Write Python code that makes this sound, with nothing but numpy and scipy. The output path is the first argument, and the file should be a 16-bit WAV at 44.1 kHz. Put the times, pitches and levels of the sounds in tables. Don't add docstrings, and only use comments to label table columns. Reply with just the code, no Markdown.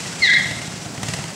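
import sys
import numpy as np
from scipy import signal
from scipy.fft import rfft, irfft, next_fast_len
from scipy.io import wavfile
from scipy.ndimage import uniform_filter1d, minimum_filter1d, map_coordinates

SR = 44100
rng = np.random.default_rng(int(sys.argv[2]) if len(sys.argv) > 2 else 0)


def inscribe(sig):
    pcm = np.round(np.clip(np.atleast_2d(sig).T, -1, 1) * 32767)
    wavfile.write(sys.argv[1], SR, pcm.astype(np.int16))


N = 59535
TIME_S = np.arange(N) / SR
TYRE_PAN_DB, ENGINE_PAN_DB = .35, -.35


def amp(db):
    return 10 ** (np.asarray(db) / 20)


def along(points, hz):
    point_hz, values = np.transpose(points)
    return np.interp(np.log(hz + 1), np.log(point_hz + 1), values)


def curves(rows):
    times, *columns = np.transpose(rows)
    return [np.interp(TIME_S, times, column) for column in columns]


def wobble(per_s):
    return map_coordinates(rng.standard_normal(N // 8), [TIME_S * per_s], mode="wrap")


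def filtered(x, response):
    size = next_fast_len(N + SR // 2)
    return irfft(rfft(x, size) * response(np.fft.rfftfreq(size, 1 / SR)), size)[..., :N]


def noise(spectrum):
    x = filtered(rng.standard_normal(N), lambda hz: amp(along(spectrum, hz)))
    return x / np.sqrt(np.mean(x ** 2) + 1e-20)


def spread(mid, side):
    # frequency_hz, side_gain_db
    width = [(50, -14), (250, -21), (600, -16.5), (2000, -10), (4000, -20.5), (8500, -19), (10000, -52)]
    difference = filtered(side, lambda hz: amp(along(width, hz)))
    return np.array([mid + difference, mid - difference])


def pan(db):
    return amp([[db], [-db]])


def yard(x, wet_db, build_s=.016):
    # frequency_hz, t60_s
    decay = [(150, 0.33), (2000, 0.83), (4000, 1), (10000, 0.44)]
    hz, t, grains = signal.stft(rng.standard_normal((2, SR)), SR, nperseg=256)
    shape = amp(-60 * t / along(decay, hz)[:, None]) * (1 - np.exp(-t / build_s))
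    shape /= np.sqrt(np.mean(shape ** 2, axis=1, keepdims=True) * SR)
    tail = signal.istft(grains * shape, SR, nperseg=256)[1]
    mid, side = signal.fftconvolve(x[None], tail, axes=1)[:, :N]
    return x + amp(wet_db) * spread(mid, side)


def engine_wash():
    # frequency_hz, density_db
    colour = [(25, -11), (50, -25), (80, -21), (115, -8.5), (165, 1.5), (240, -6.5), (330, -10), (450, -15),
              (700, -11), (1100, -20.5), (2000, -38), (5000, -43)]
    # time_s, level_db
    envelope = [(0, -35.5), (.2, -33.5), (.33, -33.5), (.5, -34.5), (.8, -35), (.93, -33), (1.15, -34),
                (1.35, -34)]
    return amp(curves(envelope)[0]) * spread(noise(colour), noise(colour))


def kart_hiss(lift_db=2, flicker_db=1.18):
    # frequency_hz, density_db
    colour = [(600, -7), (1400, 2), (2600, 0), (3800, -2), (5400, 1.5), (6300, -0.5), (8000, 0),
              (9500, -9.5), (12000, -21), (15500, -42)]
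    # time_s, relative_db
    envelope = [(0.0, -34.5), (0.514, -35), (0.748, -37.5), (0.95, -38.5), (1.1, -34), (1.35, -39)]
    level_db = curves(envelope)[0] + lift_db + flicker_db * wobble(per_s=89.8)
    return amp(level_db) * spread(noise(colour), noise(colour))


def exhaust():
    # start_s, thump_db, crack_db
    firings = [(.002, -28, -24.5), (0.059, -24.5, -26.5), (.133, -30, -36), (0.201, -21, -42),
               (.266, -22, -39), (.335, -25, -24), (.394, -23, -24.5), (.455, -19, -24.5), (.510, -19, -21),
               (.563, -19.5, -46), (0.616, -29, -25.5), (.675, -21.5, -31), (.735, -21.5, -28.5),
               (.790, -31, -53), (0.858, -21, -53), (0.919, -30, -43), (.976, -19.5, -26.5),
               (1.0308, -16, -17.5), (1.0843, -15, -17.5), (1.136, -19, -17), (1.186, -17.5, -24.5),
               (1.239, -25, -24), (1.297, -55, -77)]
    # pitch_hz, relative_db, t60_s
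    pipe_modes = [(144, -2, 0.072), (111, -7, 0.11), (230, -16, .04), (692, -9.5, .025)]
    # frequency_hz, density_db
    gas_colour = [(150, -5), (650, 6.5), (1300, -4), (1600, -3.5), (2000, 8), (2350, 0.5), (2700, 6.5),
                  (3600, -2.5), (4800, -0.5), (8300, -2.5), (11000, -17), (15000, -26)]
    crack_attack_s, crack_t60_s = .00056, .039
    pipe_lag_s, pipe_attack_s = .0021, .002
    dull_hz, dulling = 3500, .6
    gas = noise(gas_colour)
    dull = filtered(gas, lambda hz: 1 / (1 + (hz / dull_hz) ** 2) ** .5)
    open_db = max(crack_db for _, _, crack_db in firings)
    pops = np.zeros(N)
    for start_s, thump_db, crack_db in firings:
        t = np.maximum(TIME_S - start_s, 0)
        puff = dull + (gas - dull) * amp(dulling * (crack_db - open_db))
        pops += puff * amp(crack_db - 60 * t / crack_t60_s) * (1 - np.exp(-t / crack_attack_s))
        t = np.maximum(t - pipe_lag_s, 0)
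        ring = sum(amp(db - 60 * t / t60) * np.sin(2 * np.pi * hz * t) for hz, db, t60 in pipe_modes)
        pops += amp(thump_db) * ring * (1 - np.exp(-t / pipe_attack_s))
    return yard(pops, wet_db=-6.5)


def slip(rows, grip_s=.005):
    hz, level_db, octave_db = curves(rows)
    start_s, end_s = rows[0][0], rows[-1][0]
    slipping = np.clip(np.minimum(TIME_S - start_s, end_s - TIME_S) / grip_s, 0, 1)
    return hz, amp(level_db) * np.sin(slipping * np.pi / 2) ** 2, amp(octave_db)


def tyre(rows, unevenness=1):
    # time_s, roughness_factor
    break_up = [(.245, .25), (.275, 1.19), (.345, 1.23), (.36, 0.63)]
    jitter, flutter_db = .026, 2.3
    third_db = -23
    hz, gain, octave = slip(rows)
    roughness = unevenness * curves(break_up)[0]
    wavering_hz = hz * (1 + jitter * roughness * wobble(per_s=520))
    phase = 2 * np.pi * np.cumsum(wavering_hz) / SR
    overtones = np.sin(2 * phase) + amp(third_db) * np.sin(3 * phase)
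    flutter = lambda: amp(flutter_db * roughness * wobble(per_s=340))
    return np.sqrt(2) * gain * (flutter() * np.sin(phase) + flutter() * octave * overtones)


def tyre_chirp(scrub_db=-5):
    # time_s, pitch_hz, level_db, octave_relative_db
    leading = [(.204, 2275, -40, -1), (.219, 2200, -30, -9), (.226, 2100, -13.5, -8), (.24, 2023, -8, -22),
               (.253, 1925, -22, -11), (.264, 1930, -23.5, 4), (.275, 2079, -11.5, -21),
               (.298, 2030, -16.5, -30), (.316, 2022, -11.5, -26), (.334, 2080, -19, -9),
               (.346, 2087, -22, -11), (.356, 2123, -14.5, -19), (.375, 2103, -13, -16),
               (.383, 2104, -27, -24), (.39, 2070, -50, -18)]
    trailing = [(.216, 2250, -36, 0), (.231, 2165, -26.5, 6.5), (.242, 2072, -17.5, 4),
                (.254, 1926, -21, 3), (.266, 1869, -19.5, -6.5), (.278, 1777, -12.5, 1),
                (.292, 1610, -24.5, -8), (.306, 1677, -17.5, -2), (.318, 1728, -32, -25),
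                (.336, 1684, -17, -11.5), (.348, 1731, -39, 1), (.368, 1694, -27, 1.5),
                (.39, 1643, -35, 0.5), (.41, 1630, -28.5, 5.5)]
    late = [(.268, 1956, -23, -13), (.282, 1894, -15, -9), (.308, 1918, -32, -8), (.318, 1883, -17.5, 1),
            (.333, 1916, -14.5, -19), (.346, 1938, -13, 0.5), (.36, 1918, -25.5, -7),
            (.375, 1903, -17, -22), (.392, 1844, -22, -8)]
    # frequency_hz, density_db
    scrub_colour = [(1000, -17.5), (2000, -9), (2600, 6.5), (3000, -1), (4000, 11), (6000, 0), (8000, -6),
                    (12000, -59)]
    tones = tyre(leading) + tyre(trailing, unevenness=.55) + tyre(late)
    _, trailing_gain, _ = slip(trailing)
    chirp = tones + amp(scrub_db) * trailing_gain * noise(scrub_colour)
    return yard(chirp, wet_db=-10) + wall_echoes(chirp)


def wall_echoes(x):
    # delay_s, gain_db
    walls = [(.013, -19), (.027, -16), (.044, -17.5), (.075, -17.5), (.118, -25)]
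    return sum(amp(db) * np.pad(x, (int(delay_s * SR), 0))[:N] for delay_s, db in walls)


def scene():
    tyres = tyre_chirp() * pan(TYRE_PAN_DB)
    engine_pan = pan(ENGINE_PAN_DB)
    return tyres + exhaust() * engine_pan + kart_hiss() + engine_wash() * engine_pan


def record(dry):
    low_cut_hz, top_hz = 79, 15750
    limit_db, hold_s = -4.3, .012
    lean = signal.sosfilt(signal.butter(2, low_cut_hz, "highpass", fs=SR, output="sos"), dry)
    peak = np.abs(lean).max(axis=0)
    allowed_gain = np.minimum(1, amp(limit_db) / (peak + 1e-9))
    hold = int(hold_s * SR)
    gain = uniform_filter1d(minimum_filter1d(allowed_gain, hold), hold)
    return filtered(lean * gain, lambda hz: hz < top_hz)


dry = scene()
out = record(dry)
inscribe(out)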